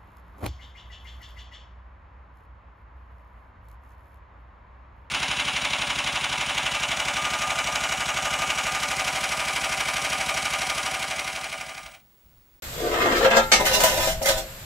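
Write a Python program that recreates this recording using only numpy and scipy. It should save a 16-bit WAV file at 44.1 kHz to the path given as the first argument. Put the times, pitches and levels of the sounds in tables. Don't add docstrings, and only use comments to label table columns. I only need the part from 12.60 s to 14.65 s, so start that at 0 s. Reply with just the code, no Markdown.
import sys
import numpy as np
from scipy import signal
from scipy.fft import rfft, irfft
from scipy.io import wavfile
from scipy.ndimage import uniform_filter1d

SR = 44100
rng = np.random.default_rng(int(sys.argv[2]) if len(sys.argv) > 2 else 0)


def output_pcm(signal):
    pcm = np.clip(np.atleast_2d(signal).T, -1, 1) * 32767
    wavfile.write(sys.argv[1], SR, np.round(pcm).astype(np.int16))


N = 90404

# f/Hz, level/dB
FIRE_COLOUR = [(41, -25), (70, -1), (150, -7), (230, -14), (370, -20.5), (560, -11.5), (800, -16.5),
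               (1100, -15.5), (2000, -15.5), (3000, -17), (4300, -18), (6200, -23.5), (7400, -15.5),
               (8500, -22.5), (10000, -31.5), (12500, -16.5), (15000, -27.5), (16000, -40)]
DRAUGHT_COLOUR = [(15, -10), (28, -7), (40, -1.5), (52, -7.5), (66, -26), (95, -12.5), (130, -15.5),
                  (180, -19.5), (300, -82), (900, -90)]
SLIDE_COLOUR = [(150, -43), (230, -47), (340, -5), (520, 4), (720, -10), (860, -5), (1300, -7), (2000, -7),
                (3500, -17.5), (5500, -36), (7400, -29), (9800, -41), (14000, -35), (16000, -40)]
RIM_COLOUR = [(150, -36), (300, -16.5), (420, -21), (500, -2.5), (600, -7.5), (720, -3.5), (1100, -10),
              (1600, -12.5), (3200, -11.5), (4500, -26), (7400, -31), (9800, -43), (14200, -30.5),
              (16000, -60)]
PLATE_COLOUR = [(150, -53), (230, -18), (280, -44), (340, -22), (450, -59), (535, -5), (590, -12),
                (655, -9.5), (760, -12), (980, -16), (1120, -24.5), (1500, -18.5), (2900, -18), (7500, -15),
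                (9800, -21), (14500, -18.5), (16000, -31)]
SLAM_COLOUR = [(60, -56), (120, -34), (210, 3), (320, -25), (430, -1.5), (600, 0.5), (1000, -7), (1200, -7),
               (2400, -2.5), (4000, -6.5), (5700, -7.5), (8200, -12), (9800, -25.5), (11800, -21),
               (14200, -43), (16000, -64)]
# t/s, level/dB
DRAUGHT_ENVELOPE = [(0.03, -64), (0.05, -42.5), (1.5, -31), (1.65, -37.5), (1.77, -29.5), (1.82, -43),
                    (2.04, -48)]
# f/Hz, T60/s
CAB_DECAY = [(150, 0.059), (600, 0.13), (2500, 0.11), (8000, 0.12), (16000, 0.043)]
# f/Hz, coherence (0-1)
COHERENCE = [(40, .985), (150, .94), (350, .88), (700, .75), (1300, .05), (4000, 0), (15000, 0)]
# f/Hz, left minus right/dB
BALANCE = [(60, 1), (130, -0.2), (290, 3), (640, 2.5), (1410, 1.5), (3100, -1.4), (6820, -0.6),
           (15000, 0.8)]

# f/Hz, T60/s, level/dB
PRESSED_MODES = [(346.7, 0.35, 0), (493.3, 0.14, -0.5), (698, 0.045, 7), (1195, 0.3, -13),
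                 (1290, 0.046, 2.5), (1500, 0.13, -15), (1831, 0.16, -10.5), (2126, 0.16, -8.5)]
# f/Hz, T60/s, level on the rim/dB, on the plate/dB, when slammed/dB
BLADE_MODES = [(227.8, 0.31, -13.5, -11.5, -10), (339.2, 0.61, -23.5, -9, -12.5),
               (414.7, 0.35, -16.5, -15, -34), (526.2, 0.28, -4, -2.5, -1.5), (686, 0.14, -1.5, -13, -14),
               (784, 0.28, -12.5, -5, 2.5), (875, 0.41, -12, -7, -6.5), (941, 0.21, -7, -16, -21),
               (1227, 0.26, -31, -19, -0.5), (1269, 0.28, -11, -8.5, -2), (1365, 0.46, -8, -21, -7),
               (1633, 0.23, -4.5, -17, -5), (1820, 0.8, -27, -18.5, -4), (1960, 0.41, -30, -20, -9),
               (2104, 0.36, -14.5, -8.5, 3.5), (2234, 0.27, -44, -37, 4.5), (2653, 0.27, -20, -17, 0.5),
               (3616, .16, -18, -32, 0), (4398, 0.17, -29, -31, 4.5), (5620, 0.31, -35, -20, -2),
               (6340, 0.18, -26, -33, 3), (7350, 0.08, -20, -14, 5)]
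# f/Hz, T60/s, level in the long stroke/dB, in the short stroke/dB
PLATE_MODES = [(635, 0.45, -9, -12.5), (984, 0.11, -4, -11), (1503, 0.098, -2, -2.5), (2050, 0.12, -6, 2.5),
               (2399, 0.14, -4.5, -17), (2824, 0.13, -4.5, 0), (2984, 0.13, -1, -3), (3556, 0.064, -6, 1),
               (5460, 0.081, -20, -12)]
# t/s, f/Hz, level/dB
HOLLOW_NOTE = [(0.151, 493.7, -50), (0.241, 449.1, -29.5), (0.36, 418.6, -34), (0.46, 348.6, -27.5),
               (0.539, 312, -30), (0.6, 430, -27), (0.662, 504, -23)]
# t/s, level/dB
BLADE_SWELL = [(0.57, -31), (0.635, -23), (0.666, -15), (0.7, -22), (0.732, -34), (0.776, -15), (0.81, -21),
               (0.86, -53), (0.98, -49), (1.005, -24), (1.076, -36.5), (1.118, -23), (1.165, -34),
               (1.22, -39), (1.262, -39), (1.3, -39), (1.392, -28), (1.42, -35), (1.48, -33), (1.586, -71),
               (1.616, -31.5), (1.65, -32.5), (1.692, -20), (1.75, -31.5), (1.86, -43), (1.98, -58)]
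# t/s, lower level/dB, upper/dB
PLATE_SWELL = [(1.12, -69, -41), (1.2, -55, -36), (1.255, -21, -30), (1.31, -42, -33), (1.39, -28, -44),
               (1.42, -38, -38), (1.485, -28, -40), (1.58, -42, -68), (1.64, -40, -50), (1.71, -34, -46),
               (1.785, -33.5, -43), (1.86, -48, -73), (1.96, -64, -85)]

BAND_EDGES = [180, 1000, 4000, 16500]
# t/s, body level/dB, middle level/dB, treble level/dB
RIM_SLIDE = [(0.12, -49.5, -47, -43.5), (0.238, -27, -35, -37), (0.36, -26.5, -28, -37.5),
             (0.425, -25, -21, -31.5), (0.466, -24, -22, -33), (0.488, -29, -23, -35),
             (0.526, -24, -20, -33), (0.545, -29, -23, -36), (0.582, -27, -20, -26.5),
             (0.6, -40, -28.5, -31.5), (0.64, -47, -27, -36)]
RIM_DRAG = [(0.58, -63, -48, -38), (0.63, -30, -34, -38), (0.652, -16.5, -15, -24.5),
            (0.694, -22.5, -28, -50), (0.707, -28.5, -24, -26), (0.713, -29, -15.5, -41),
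            (0.754, -18.5, -17.5, -31), (0.772, -25, -25.5, -17), (0.804, -27, -20.5, -34),
            (0.83, -49, -33, -36), (0.86, -38, -39, -47)]
LONG_STROKE = [(0.985, -52, -42, -49), (1.002, -19, -22, -29), (1.04, -28, -35.5, -36),
               (1.066, -26.5, -18.5, -23), (1.11, -26.5, -23.5, -29), (1.154, -25.5, -19, -20),
               (1.18, -23, -26, -29), (1.25, -27, -20.5, -22.5), (1.31, -23, -24, -26),
               (1.396, -31, -29, -30), (1.412, -30, -21.5, -25), (1.506, -34, -29.5, -27),
               (1.59, -52, -53, -55)]
SHORT_STROKE = [(1.61, -53, -64, -65), (1.624, -34, -45, -28.5), (1.642, -43, -31, -30),
                (1.69, -29.5, -16, -21), (1.758, -37, -32.5, -37.5), (1.782, -30, -27.5, -26),
                (1.878, -54, -60, -67), (1.88, -52, -53, -62)]
# t/s, ring level/dB, clatter level/dB, clatter tilt/(dB per octave)
RIM_BUMPS = [(0.341, -36, -22.5, -3), (0.458, -21.5, -19.5, -5.5), (0.519, -23, -34, -10),
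             (0.606, -30, -21.5, -4.5), (0.646, -20.5, -21.5, -2), (0.710, -18, -32, -3),
             (0.767, -12, -18, -4)]
PLATE_BUMPS = [(0.995, -32.5, -24.5, -8), (1.054, -31.5, -22.5, -0.5), (1.203, -21.5, -21.5, -0.5),
               (1.236, -20.5, -14.5, -1.5), (1.378, -58, -20, -4.5), (1.472, -30.5, -22, -3.5),
               (1.616, -36, -26, -10.5), (1.623, -43, -55, 10), (1.657, -34, -20.5, -2.5),
               (1.685, -27, -19.5, -3)]
SLAMS = [(0.9168, -22, -13.5, 0.5), (0.920, -13, -14.5, 1.5), (0.934, -30, -12.5, 0.8),
         (0.957, -28.5, -21.5, 0.5)]


def amp(db):
    return 10 ** (np.asarray(db) / 20)


def unit(x):
    return x / np.sqrt(np.mean(x ** 2) + 1e-20)


def read(points, hz):
    f, value = np.transpose(points)
    return np.interp(np.log(hz + 1), np.log(f + 1), value)


def envelope(curve, column):
    rows = np.array(curve)
    return amp(np.interp(np.arange(N) / SR, rows[:, 0], rows[:, column], left=-120, right=-120))


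def fluctuation(cutoff_hz, shape=N):
    return signal.sosfilt(signal.butter(2, cutoff_hz, fs=SR, output="sos"), rng.standard_normal(shape))


def stereo(x, colour, tilt_db=0):
    hz = np.fft.rfftfreq(x.shape[1], 1 / SR)
    left, other = rfft(x)
    coherence = read(COHERENCE, hz)
    right = coherence * left + np.sqrt(1 - coherence ** 2) * other
    gain = amp(read(colour, hz) + tilt_db * np.log2(hz / 1000 + .1))
    return unit(irfft(np.array([left, right]) * gain, x.shape[1]))


def fire(draught_gain_db=-1.5, roar_db=-39.5, fade_db_per_s=-2.5):
    t = np.arange(N) / SR
    times, db = np.transpose(DRAUGHT_ENVELOPE)
    rumble = stereo(rng.standard_normal((2, N)), DRAUGHT_COLOUR) * amp(np.interp(t, times, db))
    roar = stereo(rng.standard_normal((2, N)), FIRE_COLOUR)
    fade = amp(fade_db_per_s * (t - 1.5))
    return amp(draught_gain_db) * rumble + amp(roar_db) * roar * fade


def cab_reverb(x, build_up_s=.005):
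    reflections = stereo(rng.standard_normal((2, SR // 3)), [(20, 0), (20000, 0)])
    hz, t, spectra = signal.stft(reflections, SR, nperseg=256)
    decay = amp(-60 * t / read(CAB_DECAY, hz)[:, None])
    tail = signal.istft(spectra * decay * np.minimum(t / build_up_s, 1), SR, nperseg=256)[1]
    return signal.fftconvolve(x, tail / np.linalg.norm(tail[0]), axes=1)[:, :N]


def excited(modes, column):
    return [(row[0], row[1], row[column]) for row in modes]


def overtones(count=56, low_hz=1489, high_hz=8870, t60=.16):
    place, strength = rng.random((count, 2)).T
    hz = low_hz + (high_hz - low_hz) * (np.arange(count) + place) / count
    db = -13.5 + 10 * np.log10(strength + 0.09) - 6 * np.log2(hz / low_hz)
    return list(zip(hz, np.full(count, t60), db))


def ring(modes):
    t, out = np.arange(SR // 3) / SR, 0
    for k, (hz, t60, db) in enumerate(modes):
        phase = (-1) ** k * np.arccos(read(COHERENCE, hz)) * np.array([[.5], [-.5]])
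        out = out + amp(db - 60 * t / t60) * np.sin(2 * np.pi * hz * t + phase)
    return out / np.sqrt(np.mean(out[:, :SR // 100] ** 2))


def crowded_modes(x, depth_db=4.6, width_hz=150, life_s=.11, full_depth_hz=1500):
    hz, _, spectra = signal.stft(x, SR, nperseg=1024, noverlap=768)
    ripple = uniform_filter1d(rng.standard_normal(spectra.shape[1:]), round(width_hz / hz[1]), axis=0)
    ripple = unit(uniform_filter1d(ripple, round(life_s * SR / 256), axis=1))
    gain = amp(depth_db * np.minimum(hz / full_depth_hz, 1)[:, None] * np.minimum(ripple, 1.7))
    return unit(signal.istft(spectra * gain, SR, nperseg=1024, noverlap=768)[1][:, :x.shape[1]])


def friction_tone(hz, width_hz, shake_depth=.22, shake_hz=70):
    carrier = np.exp(2j * np.pi * np.cumsum(hz * np.ones(N)) / SR)
    noise = fluctuation(width_hz / 2, (2, N))
    wobble = noise[0] + 1j * noise[1]
    wobble /= abs(wobble) + .3 * noise.std()
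    shake = 1 + shake_depth * unit(fluctuation(shake_hz))
    return unit((carrier * wobble).real * shake)


def hollow_note():
    times, hz, _ = np.transpose(HOLLOW_NOTE)
    pitch = np.interp(np.arange(N) / SR, times, hz)
    return friction_tone(pitch, width_hz=127) * envelope(HOLLOW_NOTE, column=2)


def singing_modes():
    blade = amp(-2) * friction_tone(hz=534, width_hz=12.8) * envelope(BLADE_SWELL, column=1)
    plate_lower = friction_tone(hz=642, width_hz=16) * envelope(PLATE_SWELL, column=1)
    plate_upper = friction_tone(hz=981, width_hz=36) * envelope(PLATE_SWELL, column=2)
    return blade + plate_lower + plate_upper


def rubbed_modes(slips, modes, positions=3, travel_hz=4.4, spread_db=11.5):
    t, out = np.arange(N) / SR, 0
    for k in range(positions):
        local_modes = [(hz, t60, db + spread_db * min(hz / 2000, 1) * (2 * rng.random() - 1))
                       for hz, t60, db in modes]
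        share = np.maximum(np.cos(2 * np.pi * (travel_hz * t + k / positions)), 0)
        out = out + signal.fftconvolve(slips * share, ring(local_modes + overtones()), axes=1)[:, :N]
    return out


def scrape(curve, colour, modes, ring_db, grit_db, judder_db, judder_hz, slips_per_s=2000, spread_db=3.5):
    judder = judder_db * unit(fluctuation(judder_hz))
    sizes = amp(spread_db * np.minimum(rng.exponential(1, (2, N)), 3) + judder)
    slips = sizes * rng.choice([-1, 1], (2, N)) * (rng.random((2, N)) < slips_per_s / SR)
    rasp = crowded_modes(stereo(slips, colour))
    ringing = rubbed_modes(slips[:1], modes)
    out = 0
    for k in range(len(BAND_EDGES) - 1):
        band = signal.butter(3, BAND_EDGES[k:k + 2], "band", fs=SR, output="sos")
        grit = amp(grit_db[k]) * unit(signal.sosfilt(band, rasp))
        tone = amp(ring_db[k]) * unit(signal.sosfilt(band, ringing))
        out = out + envelope(curve, column=k + 1) * (grit + tone)
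    return out


def impacts(blows, colour, modes, clatter_t60, rise_s=0.00079):
    out, t = np.zeros((2, N)), np.arange(SR // 3) / SR
    tone, decay = ring(modes), amp(-60 * t / clatter_t60)
    for start_s, ring_db, clatter_db, tilt_db in blows:
        clatter = crowded_modes(stereo(rng.standard_normal((2, len(t))), colour, tilt_db)) * decay
        blow = (amp(ring_db) * tone + amp(clatter_db) * clatter) * np.minimum(t / rise_s, 1)
        start = round(start_s * SR)
        out[:, start:start + len(t)] += blow[:, :N - start]
    return out


def scene():
    faint = overtones()
    on_rim, on_plate, slammed = (excited(BLADE_MODES, column=k) for k in (2, 3, 4))
    long_modes = on_plate + excited(PLATE_MODES, column=2)
    short_modes = on_plate + excited(PLATE_MODES, column=3)
    scrapes = (scrape(RIM_SLIDE, SLIDE_COLOUR, PRESSED_MODES,
                      ring_db=[-5, -4, -8], grit_db=[-8, -6, -5], judder_db=3, judder_hz=68)
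               + scrape(RIM_DRAG, RIM_COLOUR, on_rim,
                        ring_db=[-8, -5, -9], grit_db=[-7, -7, -4], judder_db=1, judder_hz=71.6)
               + scrape(LONG_STROKE, PLATE_COLOUR, long_modes,
                        ring_db=[-6, -5, -7], grit_db=[-9, -7, -3.5], judder_db=0.84, judder_hz=89.4)
               + scrape(SHORT_STROKE, PLATE_COLOUR, short_modes,
                        ring_db=[-8, -6, -8], grit_db=[-11, -7, -3.5], judder_db=1, judder_hz=110))
    blows = (impacts(RIM_BUMPS, RIM_COLOUR, on_rim + faint, clatter_t60=0.2)
             + impacts(PLATE_BUMPS, PLATE_COLOUR, long_modes + faint, clatter_t60=0.2)
             + impacts(SLAMS, SLAM_COLOUR, slammed + faint, clatter_t60=0.17))
    return scrapes + amp(-3) * cab_reverb(scrapes) + blows + hollow_note() + singing_modes() + fire()


def record(dry, start_s=0.022, cutoff_hz=15800):
    balance_db = read(BALANCE, np.fft.rfftfreq(N, 1 / SR)) * np.array([[.5], [-.5]])
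    coloured = irfft(rfft(dry) * amp(balance_db), N)
    heard = np.clip(coloured, -1, 1) * (np.arange(N) / SR > start_s)
    lowpass = signal.firwin(511, cutoff_hz, window=("kaiser", 9), fs=SR)
    return signal.oaconvolve(heard, lowpass[None], "same")


dry = scene()
out = record(dry)
output_pcm(out)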